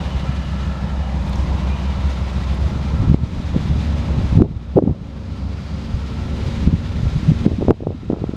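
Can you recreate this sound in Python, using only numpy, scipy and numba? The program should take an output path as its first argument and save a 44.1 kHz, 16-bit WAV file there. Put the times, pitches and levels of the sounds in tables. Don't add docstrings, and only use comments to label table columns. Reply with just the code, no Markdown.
import sys
import numpy as np
from scipy import signal
from scipy.fft import rfft, irfft, next_fast_len
from scipy.io import wavfile
from numba import njit

SR = 44100
rng = np.random.default_rng(int(sys.argv[2]) if len(sys.argv) > 2 else 0)


def generate_wav(sig):
    pcm = np.round(np.clip(np.atleast_2d(sig).T, -1, 1) * 32767).astype(np.int16)
    wavfile.write(sys.argv[1], SR, pcm)


N = 368675
TIME = np.arange(N) / SR

# t/s, peak level/dB, f/Hz, length/s
BIG_SWIRLS = [(0.295, -11, 110, 0.0074), (3.003, -4.5, 96, 0.013), (3.048, -15, 149.8, 0.005),
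              (3.078, -11, 114.5, 0.0061), (3.099, -1.5, 121.5, 0.0061), (3.115, 1, 140, 0.009),
              (3.145, 6, 165, 0.0022), (3.236, -1.5, 133, 0.0072), (3.335, -10, 190, 0.0076),
              (3.402, -16, 175, .004), (3.545, -9, 125, 0.0047), (3.564, 0.5, 173, 0.0037),
              (4.329, -6.5, 108.1, 0.0045), (4.356, -7.5, 105, 0.0051), (4.377, 4, 153.9, 0.0063),
              (4.389, 6, 150, 0.004), (4.411, 5, 226, 0.0089), (4.422, 13.5, 325, 0.0053),
              (4.436, 0, 250, .004), (4.447, -3, 260, 0.0067), (4.512, -3.5, 150, 0.0063),
              (4.761, 4.5, 160.2, 0.0068), (4.774, 5, 523, 0.0035), (4.781, 12.5, 393, 0.0063),
              (4.788, 15, 362, 0.0015), (4.825, 8, 308, 0.0033), (4.839, 8, 190, .004),
              (4.864, 2, 200, 0.0046), (4.876, 7.5, 180, 0.0044), (4.911, 7.5, 140, 0.0045),
              (5.945, -10.5, 85, .011), (6.676, 2.5, 145, 0.0046), (6.731, -4, 172.5, 0.0043),
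              (6.741, -1.5, 111, 0.0072), (6.845, -15, 149.4, 0.0037), (6.998, -13, 140, 0.0055),
              (7.034, -6.5, 125.2, 0.0054), (7.068, -7, 110.8, 0.011), (7.163, -5.5, 129, 0.0095),
              (7.232, -13.5, 190, .004), (7.293, -0.5, 141, 0.014), (7.319, -1.5, 176, 0.0056),
              (7.454, -14, 330, 0.0014), (7.465, 5, 172.9, 0.003), (7.481, -4.5, 240, 0.0032),
              (7.518, -7.5, 247, 0.0023), (7.588, -6, 200, 0.0064), (7.611, -9, 290, 0.0018),
              (7.620, -7, 380, .0022), (7.626, -3, 330, 0.0022), (7.652, -7.5, 220, 0.0034),
              (7.684, 4, 290, 0.0015), (7.690, -2.5, 260, 0.0027), (7.697, 1.5, 200, 0.0022),
              (7.708, 15.5, 235, 0.0013), (7.716, 3, 280, 0.0014), (7.807, -4.5, 340, .002),
              (7.826, -3, 258, 0.0027), (7.835, -7, 383, 0.0021), (7.871, 6.5, 250, 0.0015),
              (7.886, -12, 301, 0.0023), (7.906, -3, 280, 0.0019), (7.95, -10.5, 243, 0.01),
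              (8.034, -14.5, 258, 0.0038), (8.102, 5, 255.7, 0.002), (8.113, -4, 250, 0.0022),
              (8.125, -9, 387, 0.0011), (8.132, 1, 225, 0.0027), (8.141, -11, 480, 0.0014),
              (8.163, -15, 300, 0.0009), (8.172, -13, 340, 0.0033), (8.186, -17, 290, 0.0016),
              (8.221, -12, 342, 0.0043), (8.241, -2, 301.5, 0.0015), (8.294, -3.5, 190, 0.0036),
              (8.338, -8.5, 210, 0.0029)]
def buffets(swirls, spread=0.35, steepness=0.23, wake_gain=0.22):
    out = np.zeros(N)
    t = np.arange(-2048, 2048) / SR
    for s, db, hz, length in swirls:
        front = steepness / (1 + (hz * length / 0.9) ** 2)
        phase = 2 * np.pi * hz * t + front * np.tanh(hz * t / 0.097)
        blow = rng.choice([-1, 1]) * np.sin(phase) / np.cosh(t / (spread * length))
        band = signal.butter(4, [hz / 3, hz * 1.225], "band", fs=SR, output="sos")
        churn = unit(signal.sosfilt(band, rng.standard_normal(len(t))))
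        swirl = blow / blow.max() + wake_gain * churn * hump(t - length, 2 * length)
        swirl *= signal.windows.tukey(len(t)) * undb(db) / np.abs(swirl).max()
        at = int(s * SR) + np.arange(len(t)) - len(t) // 2
        inside = (at >= 0) & (at < N)
        out[at[inside]] += swirl[inside]
    return out


def small_swirls(strength, count=70, above_wind_db=2, scatter_db=3, scatter_octaves=0.77):
    s = (np.arange(count) + rng.random(count)) / count * TIME[-1]
    size, pitch = np.tanh(rng.standard_normal((count, 2))).T
    db = 20 * np.log10(np.interp(s, TIME, strength)) + above_wind_db + scatter_db * size
    hz = 140 * 2 ** (scatter_octaves * pitch)
    return np.column_stack([s, db, hz, 0.52 / hz])


# t/s, rumble level/dB
BREEZE = [(0, -31), (0.9, -37), (2.6, -27.5), (3.0, -27), (3.8, -21.5), (4.9, -23), (5.5, -32),
          (6.3, -27.5), (7.3, -25), (8.36, -32)]
# peak t/s, rise time/s, rumble level/dB, rasp level/dB
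GUSTS = [(1.38, 0.11, -26, -64), (2.665, 0.025, -16.5, -56), (3.07, 0.17, -20.5, -53),
         (3.56, 0.028, -25, -29), (3.725, 0.085, -19, -52), (4.41, 0.041, -4.5, -16.5),
         (4.768, 0.017, -4.5, -15), (4.879, 0.031, -5, -14.5), (6.704, 0.029, -11.5, -42),
         (7.048, 0.035, -17, -39), (7.303, 0.02, -18.5, -45), (7.481, 0.073, -22, -35),
         (7.622, 0.0098, -12.5, -25), (7.709, 0.023, -7, -16), (7.872, 0.056, -14.5, -26),
         (8.127, 0.035, -15.5, -36), (8.24, 0.13, -32, -37.5)]
def gusting(fall_stretch=1.65, rasp_steepness=2.1):
    breeze_db, = curves(BREEZE)
    rumble_power, rasp_power = undb(breeze_db) ** 2, 0
    for s, rise, rumble_db, rasp_db in GUSTS:
        swell = np.exp(-np.abs(TIME - s) / np.where(TIME < s, rise, rise * fall_stretch))
        rumble_power += (undb(rumble_db) * swell) ** 2
        rasp_power += (undb(rasp_db) * swell ** rasp_steepness) ** 2
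    return np.sqrt(rumble_power), np.sqrt(rasp_power)


# f/Hz, level/dB
RUMBLE_TONE = [(10, -25), (25, -13), (50, -6.5), (80, -1.5), (160, -6), (220, -13), (300, -20.5),
               (450, -27), (800, -51), (1500, -71), (4000, -93.5), (9000, -120)]
def wind(strength, head_on, flutter_db=10, ragged_db=13):
    draught = coloured([(8, -26), (22, -7), (35, -2), (55, 7), (110, -13), (400, -58.5), (2000, -100)])
    draught *= undb(-36 + 2 * wander(7.1))
    rumble = coloured(RUMBLE_TONE) * strength * undb(flutter_db * np.tanh(wander(22) / 2))
    puffs = unit(undb(ragged_db * np.tanh(wander(120))))
    rasp = coloured([(100, -16), (300, 6), (550, 3), (850, -7), (1200, -22.5), (1700, -45),
                     (3000, -43.5), (6000, -100)])
    return draught + rumble + rasp * puffs * head_on * undb(7)


# t/s, cycle rate/Hz, drone level/dB, thump level/dB
SLOW_ENGINE = [(0, 6.42, -26, -35), (0.7, 6.63, -24.5, -34), (1.25, 6.63, -24, -34),
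               (1.7, 6.58, -21.5, -33.5), (2.45, 6.53, -21.5, -35), (3.1, 7.03, -25, -36),
               (3.8, 7.1, -21.5, -31.5), (4.6, 6.36, -21, -40), (5.3, 6.84, -24.5, -34.5),
               (6.15, 6.82, -30, -40), (7.4, 6.83, -26, -42), (8.36, 6.7, -32, -43)]
# multiple of the cycle rate, level/dB
DRONE_TONES = [(9, -29.5), (10, 1), (11, -8.5), (12, -12), (13, -12)]
# multiple of the cycle rate, level/dB
THUMP_TONES = [(18, -9.5), (20, -5), (21, -7), (22, -9), (23, -8), (24, 1), (25, -10), (27, -8.5), (28, -4),
               (29, -5), (30, -0.5), (33, -15)]
def slow_engine(thump_at=0.52, waver_db=1.5, smear=0.93, throb=0.11):
    cycle_hz, drone_db, thump_db = curves(SLOW_ENGINE)
    cycle = 2 * np.pi * (np.cumsum(cycle_hz) / SR - thump_at)

    def stack(tones):
        waver = np.sqrt(2) * undb(waver_db * wander(5.5))
        return waver * sum(undb(db) * np.cos(round(k) * cycle + smear * wander(1.56)) for k, db in tones)

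    clatter = coloured([(150, -21.5), (400, 2.5), (1100, 0.5), (2500, -24), (8000, -56)])
    clatter *= (1 + throb * np.cos(2 * cycle)) ** 2
    drone = stack(DRONE_TONES) * undb(drone_db)
    thump = stack(THUMP_TONES) * undb(thump_db)
    return drone + thump + undb(-47) * unit(clatter)


# t/s, cycle rate/Hz, level/dB
FAST_ENGINE = [(0, 18.8, -37.5), (1.1, 18.5, -37.5), (2.3, 17.8, -37.5), (3.9, 20, -29), (4.4, 19.1, -31),
               (5.1, 19, -27.5), (6.0, 18.6, -32.5), (6.4, 18.6, -29), (7.2, 20, -32), (8.36, 15.7, -33)]
# multiple of the cycle rate, level/dB
EXHAUST_TONES = [(5, -0.5), (7, -8.5), (8, -10.5), (10, -10), (12, -4.5), (13, -14.5), (14, -15),
                 (15, -11.5), (16, -27), (17, -28), (20, -17.5), (24, -19.5), (28, -19), (29, -21),
                 (31, -24)]
def fast_engine(waver_db=2.5, wobble=0.0032):
    cycle_hz, level_db = curves(FAST_ENGINE)
    cycle = 2 * np.pi * np.cumsum(cycle_hz * (1 + wobble * wander(4.1))) / SR
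    exhaust = np.zeros(N)
    for k, db in EXHAUST_TONES:
        gain = undb(db + waver_db * wander(5.5))
        exhaust += gain * np.sin(round(k) * cycle + rng.uniform(0, 2 * np.pi))
    return np.sqrt(2) * exhaust * undb(level_db)


# t/s, level/dB
LEAF_LEVEL = [(0, -36.5), (0.65, -38.5), (0.76, -40.5), (1.22, -39), (1.33, -38), (2.4, -37), (3.0, -39),
              (3.6, -34.5), (4.4, -38), (5.4, -39), (6.15, -39), (6.5, -36), (6.85, -37), (7.3, -36.5),
              (7.85, -38.5), (8.36, -40)]
# f/Hz, level/dB
LEAF_TONE = [(200, -21), (700, -0.5), (1600, 1.5), (2400, 1.5), (3000, -0.5), (3900, -0.5), (4400, -5),
             (5000, -5), (5400, -9), (6400, -11), (8000, -18.5), (10000, -26), (13000, -32), (16000, -40.5)]
def leaves(rustle_swing_db=6):
    level_db, = curves(LEAF_LEVEL)
    rustle = coloured([(1500, -13.5), (3500, 4.5), (6500, -2.5), (10000, -15.5), (16000, -36)])
    rustle *= undb(-21 + rustle_swing_db * np.tanh(wander(11)))
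    hiss = coloured(LEAF_TONE) * undb(-3 + wander(29))
    return (hiss + rustle) * undb(level_db)


# t/s, level/dB
RUSH_LEVEL = [(0, -39.5), (0.45, -44.5), (1.0, -42.5), (1.5, -39.5), (2.4, -42), (4.3, -42), (5.1, -43.5),
              (5.9, -48), (6.5, -45.5), (6.9, -47.5), (8.36, -47)]
# f/Hz, level/dB
RUSH_TONE = [(60, -23.5), (200, -3), (320, 7.5), (430, -2.5), (545, 6.5), (700, 2.5), (950, 3.5),
             (1200, -1.5), (1500, -10), (2500, -21), (6000, -50.5)]
def valley(boost_db=5.5):
    level_db, = curves(RUSH_LEVEL)
    return coloured(RUSH_TONE) * undb(level_db + boost_db + 0.5 * wander(11))


# peak t/s, length/s, f/Hz, width/Hz, level/dB
WHIRRS = [(0.32, 0.15, 1335, 75, -46), (0.734, 0.33, 1330, 95, -42), (2.12, 0.31, 1334, 70, -47.5),
          (3.0, .2, 1330, 110, -48), (3.899, 4.1, 1336, 109.9, -50), (6.201, 0.32, 1340, 59.6, -47),
          (7.1, 0.36, 1360, 80, -49.5), (8.2, 0.38, 1330, 119, -46.5), (0.6, 0.82, 1720, 141, -49),
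          (1.9, 1.6, 1990, 120, -56), (0.3, 0.42, 2890, 260, -49), (1.8, 0.28, 2866, 500, -50),
          (3.697, 0.27, 3570, 600, -48.5), (4.613, 0.18, 3580, 450, -52.5), (5.598, 0.58, 4650, 1500, -52),
          (7.799, .45, 3800, 377, -56), (7.9, .4, 2600, 200, -57)]
def whirrs():
    return sum(undb(db) * hump(TIME - s, length) * noise_band(hz, width)
               for s, length, hz, width, db in WHIRRS)


# t/s, f/Hz, level/dB
HOWL = [(0.65, 900, -58), (0.85, 880, -43), (1.08, 816, -40.5), (1.22, 840, -48), (1.4, 940, -46),
        (1.6, 1040, -42), (1.7, 1005, -57), (2.05, 950, -48), (2.4, 934, -66)]
def howl(breath_width_hz=175, whistle_width_hz=22, whistle_db=-7):
    hz, level_db = curves(HOWL)
    phase = 2 * np.pi * np.cumsum(hz) / SR

    def band(width):
        return unit(wander(width) * np.cos(phase) + wander(width) * np.sin(phase))

    voice = unit(band(breath_width_hz) + undb(whistle_db) * band(whistle_width_hz))
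    return voice * undb(level_db) * (TIME < HOWL[-1][0])


# peak t/s, f/Hz, level/dB, length/s
BIRD_NOTES = [(0.125, 3010, -44, .025), (0.233, 2970, -53, 0.028), (0.28, 2400, -44, .025),
              (0.39, 2410, -47, .035), (0.495, 2920, -50, .035), (0.63, 2870, -46, .025),
              (0.892, 3030, -47, 0.029), (1.033, 2900, -48, 0.084), (1.418, 3000, -51, .025),
              (1.721, 2410, -40, 0.047), (1.73, 2507, -49, 0.025), (1.83, 3000, -47, 0.027),
              (1.88, 2360, -45, .035), (2.87, 2390, -47, .05)]
def birds(quaver=0.00706):
    shaky_time = np.cumsum(1 + quaver * wander(36.6)) / SR
    out = np.zeros(N)
    for s, hz, db, length in BIRD_NOTES:
        near = np.abs(TIME - s) < np.pi * length
        out[near] += undb(db) * np.sin(2 * np.pi * hz * shaky_time[near]) * hump(TIME[near] - s, length)
    return out


# t/s, level/dB, fade time/s, f/Hz, width/Hz
CRACKLES = [(1.214, -59, .004, 10500, 4000), (1.264, -49, .02, 5000, 4000), (1.294, -46, .005, 7500, 8000),
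            (1.331, -32.5, .004, 3800, 1800), (1.356, -37, .004, 5900, 1600), (1.365, -49, .09, 5200, 3600),
            (2.1, -46, .004, 5960, 4000), (2.546, -51, .004, 9800, 3000), (2.608, -56, .008, 10500, 4000),
            (7.03, -53, .27, 4800, 4000)]
def crackles():
    out = np.zeros(N)
    for s, db, fade_s, hz, width in CRACKLES:
        since = TIME[TIME >= s] - s
        out[N - len(since):] += undb(db) * np.exp(-since / fade_s) * noise_band(hz, width)[:len(since)]
    return out


def undb(db):
    return 10 ** (np.asarray(db) / 20)


def unit(x):
    return x / np.sqrt(np.mean(x ** 2))


def hump(t, length):
    return np.exp(-(t / length) ** 2)


def curves(table):
    s, *columns = np.transpose(table)
    return [np.interp(TIME, s, c) for c in columns]


def noise(gain_at):
    size = next_fast_len(N)
    hz = np.maximum(np.fft.rfftfreq(size, 1 / SR), 1)
    return unit(irfft(rfft(rng.standard_normal(size)) * gain_at(hz), size)[:N])


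def coloured(points):
    at, db = np.transpose(points)
    return noise(lambda hz: undb(np.interp(np.log(hz), np.log(at), db)))


def noise_band(centre, width):
    return noise(lambda hz: 1 / (1 + ((hz - centre) / (width / 2)) ** 2))


def wander(rate):
    size, step = 12288, 32
    hz = np.fft.rfftfreq(size, step / SR)
    slow = irfft(rfft(rng.standard_normal(size)) * hump(hz, rate))
    return unit(np.interp(TIME, np.arange(size) * step / SR, slow))


@njit
def follow_peaks(x, rise_s, fall_s):
    out, level = np.empty(len(x)), 0.
    for i in range(len(x)):
        level += (x[i] - level) / (rise_s * SR) if x[i] > level else -level / (fall_s * SR)
        out[i] = level
    return out


def scene():
    strength, head_on = gusting()
    air = wind(strength, head_on) + buffets(BIG_SWIRLS) + buffets(small_swirls(strength))
    field = leaves() + valley()
    engines = slow_engine() + fast_engine()
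    return (air + field + engines + whirrs() + howl() + birds() + crackles())[None]


def record(dry, threshold_db=-2.5, top_hz=15650):
    overload = np.maximum(np.abs(dry[0]) / undb(threshold_db) - 1, 0)
    fast = follow_peaks(overload, rise_s=0.00024, fall_s=0.34)
    slow = follow_peaks(overload, rise_s=0.0051, fall_s=0.37)
    lag = signal.bessel(2, 900, fs=SR, output="sos")
    squeeze = signal.sosfilt(lag, 0.68 * fast + 0.53 * slow)
    clipped = np.clip(dry / (1 + squeeze), -1, 1)
    fade_in = np.minimum(TIME / 0.004, 1)
    treble_cut = signal.ellip(10, 0.2, 70, top_hz, fs=SR, output="sos")
    return signal.sosfilt(treble_cut, clipped * fade_in)


dry = scene()
out = record(dry)
generate_wav(out)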